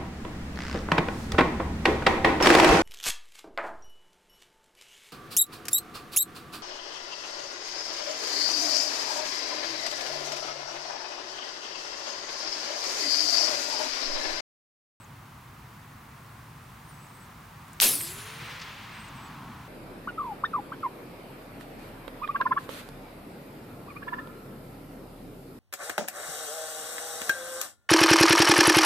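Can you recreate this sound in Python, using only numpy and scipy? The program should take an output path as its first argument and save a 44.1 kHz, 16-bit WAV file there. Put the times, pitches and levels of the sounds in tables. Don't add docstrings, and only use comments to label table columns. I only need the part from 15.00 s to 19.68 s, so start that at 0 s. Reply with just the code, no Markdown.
import sys
import numpy as np
from scipy import signal
from scipy.fft import rfft, irfft, next_fast_len
from scipy.io import wavfile
from scipy.ndimage import uniform_filter1d, map_coordinates

SR = 44100
rng = np.random.default_rng(int(sys.argv[2]) if len(sys.argv) > 2 else 0)


def master_out(mix):
    frames = np.transpose(np.atleast_2d(mix))
    ceiling = np.clip(frames, -1, 1)
    pcm = np.round(ceiling * 32767).astype(np.int16)
    wavfile.write(sys.argv[1], SR, pcm)


N = 206381
T = np.arange(N) / SR
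SHOT_S, STRIKE_S = 2.8016, 2.8168


def amp(db):
    return 10 ** (np.asarray(db) / 20)


def unit(x):
    return x / np.sqrt(np.mean(x ** 2) + 1e-20)


def lean_left(db):
    return amp([[db], [-db]])


def since(start_s):
    return np.maximum(T - start_s, 0)


def swell(start_s, attack_s, hold_s, fall_db_per_s):
    rise = np.minimum(since(start_s) / attack_s, 1)
    return rise * amp(-fall_db_per_s * since(start_s + attack_s + hold_s))


def gate(start_s, length_s, edge_s):
    return np.clip(np.minimum(T - start_s, start_s + length_s - T) / edge_s, 0, 1)


def wobble(rate_hz):
    return map_coordinates(rng.standard_normal(int(N * rate_hz / SR) + 4), [T * rate_hz])


def phase(hz):
    return 2 * np.pi * np.cumsum(hz) / SR


def delayed(channel, lag_s):
    return map_coordinates(channel, [(T - lag_s) * SR])


def filtered(x, response):
    size = next_fast_len(N + SR // 2)
    return irfft(rfft(x, size) * response(np.fft.rfftfreq(size, 1 / SR)), size)[..., :N]


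def noise(colour_db, side_db):
    mid, side = filtered(rng.standard_normal((2, N)), lambda hz: amp(colour_db(hz)))
    return unit(np.array([mid + amp(side_db) * side, mid - amp(side_db) * side]))


def rush(spectrum, side_db):
    points_hz, points_db = np.transpose(spectrum)
    return noise(lambda hz: np.interp(np.log(hz + 1), np.log(points_hz + 1), points_db), side_db)


def band(centre_hz, octaves, side_db):
    return noise(lambda hz: -20 * np.log10(1 + (np.log2((hz + 1) / centre_hz) / octaves) ** 2 / 2), side_db)


def air(x, loss_db_per_s):
    hz, times, spectra = signal.stft(x, SR, nperseg=256)
    loss_db = loss_db_per_s * np.outer((hz / 1000) ** 2, np.maximum(times - SHOT_S, 0))
    return signal.istft(spectra * amp(-loss_db), SR, nperseg=256)[1][:, :N]


def rough_ground(x, patchy_db):
    spectra = signal.stft(x, SR, nperseg=512)[2]
    patches = uniform_filter1d(rng.standard_normal(spectra.shape[1:]), size=4, axis=0)
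    patches = uniform_filter1d(patches, size=5, axis=1)
    gain = unit(amp(patchy_db * unit(patches)))
    return signal.istft(spectra * gain, SR, nperseg=512)[1][:, :N]


# frequency_hz, level_db
TYRE_SPECTRUM = [(40, -30), (240, -9), (400, -10), (580, -10), (860, -3), (1080, -0.5), (1490, -6),
                 (2150, -10), (3300, -16.5), (5800, -21.5), (8300, -23), (11000, -23.5), (15500, -22.5)]
ENGINE_SPECTRUM = [(13, -50), (22, -31.5), (49, -6.5), (80, -7), (112, 0.5), (158, -1.5), (180, -8.5),
                   (228, -7.5), (290, -15.5), (360, -20), (500, -30), (1100, -78)]

def traffic(passing_s=2.82):
    tyres_db = -50 - 0.6084 * np.abs(T - passing_s) + 0.23 * wobble(4.72)
    tyres = amp(tyres_db) * rush(TYRE_SPECTRUM, side_db=-6.0)
    engines_db = -50.5 + 0.32 * T + 0.37 * wobble(5.07)
    return tyres + amp(engines_db) * rush(ENGINE_SPECTRUM, side_db=-29.5)


# start_s, length_s, pitch_hz, level_db
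FAR_BIRD_NOTES = [(1.12, .7, 8700, -76), (1.83, .17, 9100, -70), (1.997, 0.13, 8590, -64),
                  (2.14, 0.206, 8630, -74)]

def far_bird(waver=0.008, flutter_db=4.0):
    out = np.zeros(N)
    for start_s, length_s, pitch_hz, level_db in FAR_BIRD_NOTES:
        tone = np.sin(phase(pitch_hz * (1 + waver * wobble(300))))
        out += amp(level_db + flutter_db * wobble(40)) * gate(start_s, length_s, edge_s=0.04) * tone
    return out


# start_s, length_s, held_pitch_hz, level_db
BIRD_WHISTLES = [(-.12, 0.17, 8050, -60), (1.875, 0.2, 7970, -65.5), (2.123, 0.14, 8000, -62.5),
                 (3.92, .175, 8140, -59), (4.147, 0.14, 7850, -63)]

def whistling_bird(sharp=0.09, settle_s=0.025, drop=0.27, flick_s=0.0106, waver=0.0042, swell_db=8):
    out = np.zeros(N)
    for start_s, length_s, held_hz, level_db in BIRD_WHISTLES:
        settling = np.exp(-since(start_s) / settle_s)
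        flick = np.minimum(since(start_s + length_s - flick_s) / flick_s, 1)
        pitch_hz = held_hz * (1 + sharp * settling - drop * flick + waver * wobble(170))
        progress = np.minimum(since(start_s) / length_s, 1)
        level = amp(level_db + swell_db * (progress - 0.5) + 3.5 * wobble(60))
        out += level * gate(start_s, length_s, edge_s=0.0032) * np.sin(phase(pitch_hz))
    return out


# frequency_hz, level_db
HILL_SPECTRUM = [(60, -21), (130, -4), (220, 1.5), (330, -9.5), (550, -21.5), (800, -8.5), (1050, -3),
                 (1500, -13), (3000, -41), (8000, -72)]

def hillside():
    level = swell(start_s=3.594, attack_s=0.73, hold_s=0.21, fall_db_per_s=31)
    return level * amp(-46 + 0.91 * wobble(17)) * rush(HILL_SPECTRUM, side_db=-20)


# frequency_hz, level_db
TREE_SPECTRUM = [(150, -15), (350, -5.5), (600, -6.5), (1100, 2.5), (2300, 3.5), (4000, -2.5), (7000, -13),
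                 (11000, -24), (16000, -6)]
# arrival_s, level_db, centre_hz, width_octaves, spread_s
RANGE_ECHOES = [(3.073, -40.5, 4700, 0.31, 0.013), (3.601, -34, 4570, 0.52, 0.0018),
                (3.619, -31, 5300, 0.55, 0.0036), (3.629, -38.5, 4200, 0.6, 0.0083),
                (3.21, -45, 3500, 0.56, 0.014), (3.43, -41.5, 132, 0.19, 0.012),
                (3.99, -47.5, 1990, 0.52, 0.047)]

def trees():
    level = swell(SHOT_S, attack_s=0.61, hold_s=0.13, fall_db_per_s=13)
    wash = level * amp(-40.5 + 0.9 * wobble(25.07)) * rush(TREE_SPECTRUM, side_db=-9.5)
    echoes = np.zeros((2, N))
    for arrival_s, level_db, centre_hz, octaves, spread_s in RANGE_ECHOES:
        bump = np.exp(-((T - arrival_s) / spread_s) ** 2 / 2)
        echoes += amp(level_db) * bump * band(centre_hz, octaves, side_db=-27.5)
    return air(wash, loss_db_per_s=0.07) + air(echoes, loss_db_per_s=0.37)


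# frequency_hz, level_db
SOIL_SPECTRUM = [(20, -8), (45, -15), (110, -25), (200, -23), (340, -3.5), (480, -7), (850, -7),
                 (1900, -6.5), (2500, 0.5), (4200, 0.5), (6300, -4.5), (9800, 0), (12400, -6.5),
                 (16000, -16)]
# start_s, level_db, attack_s, hold_s, fall_db_per_s
SOIL_SHOWERS = [(2.8154, -18.5, .008, .012, 172), (2.99, -49.5, .1, .01, 150)]

def soil_spray(clump_db=0.25, narrowing_s=0.039):
    level = sum(amp(level_db) * swell(start_s, *shape) for start_s, level_db, *shape in SOIL_SHOWERS)
    wide_share = np.exp(-(since(SHOT_S) / narrowing_s) ** 4 / 2)
    around = np.sqrt(wide_share) * rush(SOIL_SPECTRUM, side_db=-2.5)
    ahead = np.sqrt(1 - wide_share) * rush(SOIL_SPECTRUM, side_db=-21)
    left, right = around + ahead
    side = filtered((left - right) / 2, lambda hz: hz / np.hypot(hz, 1800))
    grit = rough_ground((left + right) / 2 + np.array([side, -side]), patchy_db=1.5)
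    clumps = unit(amp(clump_db * wobble(700)))
    return level * clumps * grit * lean_left(db=1.0)


# bullet on stone, on soil, then flying grit.
# start_s, level_db, centre_hz, width_octaves, t60_s
CONTACTS = [(2.6825, -53, 8500, 0.56, .02), (2.7320, -45, 9000, .35, 0.015),
            (2.7322, -48, 8450, 0.025, 0.02), (2.8175, -12.5, 11100, 0.19, 0.032),
            (2.818, -19.5, 1410, 1.9, 0.0094), (2.9092, -21, 10600, .3, .012),
            (2.9311, -28.5, 11500, 0.46, .01), (2.9533, -19, 10800, 0.12, 0.013),
            (3.007, -33.5, 2300, 0.36, 0.034), (3.014, -25, 10000, 0.38, 0.011)]

def contacts():
    out = np.zeros((2, N))
    for start_s, level_db, centre_hz, octaves, t60_s in CONTACTS:
        level = (T >= start_s) * amp(level_db - 60 * since(start_s) / t60_s)
        out += level * band(centre_hz, octaves, side_db=-8.5)
    return out


def tumble(start_hz=169.5, end_hz=595, spin_up_s=0.475, approach_hz=91.74, approach_s=0.0319, waver=0.027):
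    flight_s = since(STRIKE_S)
    turn_hz = end_hz + (start_hz - end_hz) * np.exp(-flight_s / spin_up_s)
    turn_hz += approach_hz * np.exp(-flight_s / approach_s)
    return phase(turn_hz * (1 + waver * wobble(120)))


def ground_reflection(x, bounce=0.5, start_lag_ms=0.12, end_lag_ms=0.368, climb_s=0.31):
    lag_ms = end_lag_ms + (start_lag_ms - end_lag_ms) * np.exp(-since(STRIKE_S) / climb_s)
    reflected = np.array([delayed(channel, lag_ms / 1000) for channel in x])
    return unit(x + bounce * reflected)


# frequency_hz, level_db
WAKE_SPECTRUM = [(100, -38), (220, -25), (350, 0), (520, -5), (750, -6.5), (1200, -34), (2500, -45)]
HISS_SPECTRUM = [(800, -22), (2500, -20), (5000, -8.5), (7000, -6), (9000, 1.5), (11500, 6), (13000, 1),
                 (14300, 2), (16000, -9)]

def ricochet(chop_db=6.0, overtone_db=-12, near_s=0.083, left_lead_s=16e-6, centring_s=0.085):
    turn = tumble()
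    hum = np.sqrt(2) * amp(1.7 * wobble(50)) * (np.sin(turn) + amp(overtone_db) * np.sin(2 * turn))
    hum *= amp(-43) * swell(STRIKE_S, attack_s=0.05, hold_s=0.68, fall_db_per_s=80)
    wake = rush(WAKE_SPECTRUM, side_db=-19)
    wake *= amp(-42) * swell(STRIKE_S, attack_s=0.026, hold_s=0.046, fall_db_per_s=123)
    hiss = rough_ground(rush(HISS_SPECTRUM, side_db=-10.5), patchy_db=2.0)
    chop = amp(chop_db * np.cos(turn) + 0.1 * wobble(150))
    left, right = ground_reflection(hiss * chop)
    hiss = np.array([left, delayed(right, left_lead_s / (1 + since(SHOT_S) / centring_s))])
    hiss *= amp(-19) * swell(STRIKE_S, attack_s=0.024, hold_s=0, fall_db_per_s=13)
    spreading = 1 / np.hypot(1, since(STRIKE_S) / near_s)
    return spreading * hum + wake + air(spreading * hiss, loss_db_per_s=0.22)


# frequency_hz, level_db
GAS_SPECTRUM = [(300, -10), (1500, -13), (3000, 1.5), (6500, 3.5), (9000, 0), (12500, 3), (16000, -13)]
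# start_s, level_db, attack_s, hold_s, fall_db_per_s
GAS_PUFFS = [(2.8001, -26.5, .0006, .0002, 1300), (2.806, -20, 0.0072, .0014, 12000)]

def suppressor_gas():
    level = sum(amp(level_db) * swell(start_s, *shape) for start_s, level_db, *shape in GAS_PUFFS)
    return level * rush(GAS_SPECTRUM, side_db=-1.5)


def muzzle_pop(ring_hz=3300, ring_q=1.3, body_q=0.43, muffle_hz=9000, level_db=-4.0):
    def resonance(hz, q):
        damping = 1j * hz * ring_hz / q
        return damping / (ring_hz ** 2 - hz ** 2 + damping)

    push = np.zeros(N)
    push[round(SHOT_S * SR)] = 1
    pulse = filtered(push, lambda hz: resonance(hz, ring_q) * resonance(hz, body_q)
                     / (1 + 1j * hz / muffle_hz))
    return amp(level_db) * pulse / np.abs(pulse).max()


def scene():
    near = (suppressor_gas() + contacts() + ricochet()) * lean_left(db=0.3)
    shot = muzzle_pop() + near + soil_spray()
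    returns = (trees() + hillside()) * lean_left(db=0.35)
    return shot + returns + whistling_bird() + far_bird() + traffic()


def record(dry, top_hz=15950):
    return filtered(dry, lambda hz: 1 / np.sqrt(1 + (hz / top_hz) ** 200))


dry = scene()
out = record(dry)
master_out(out)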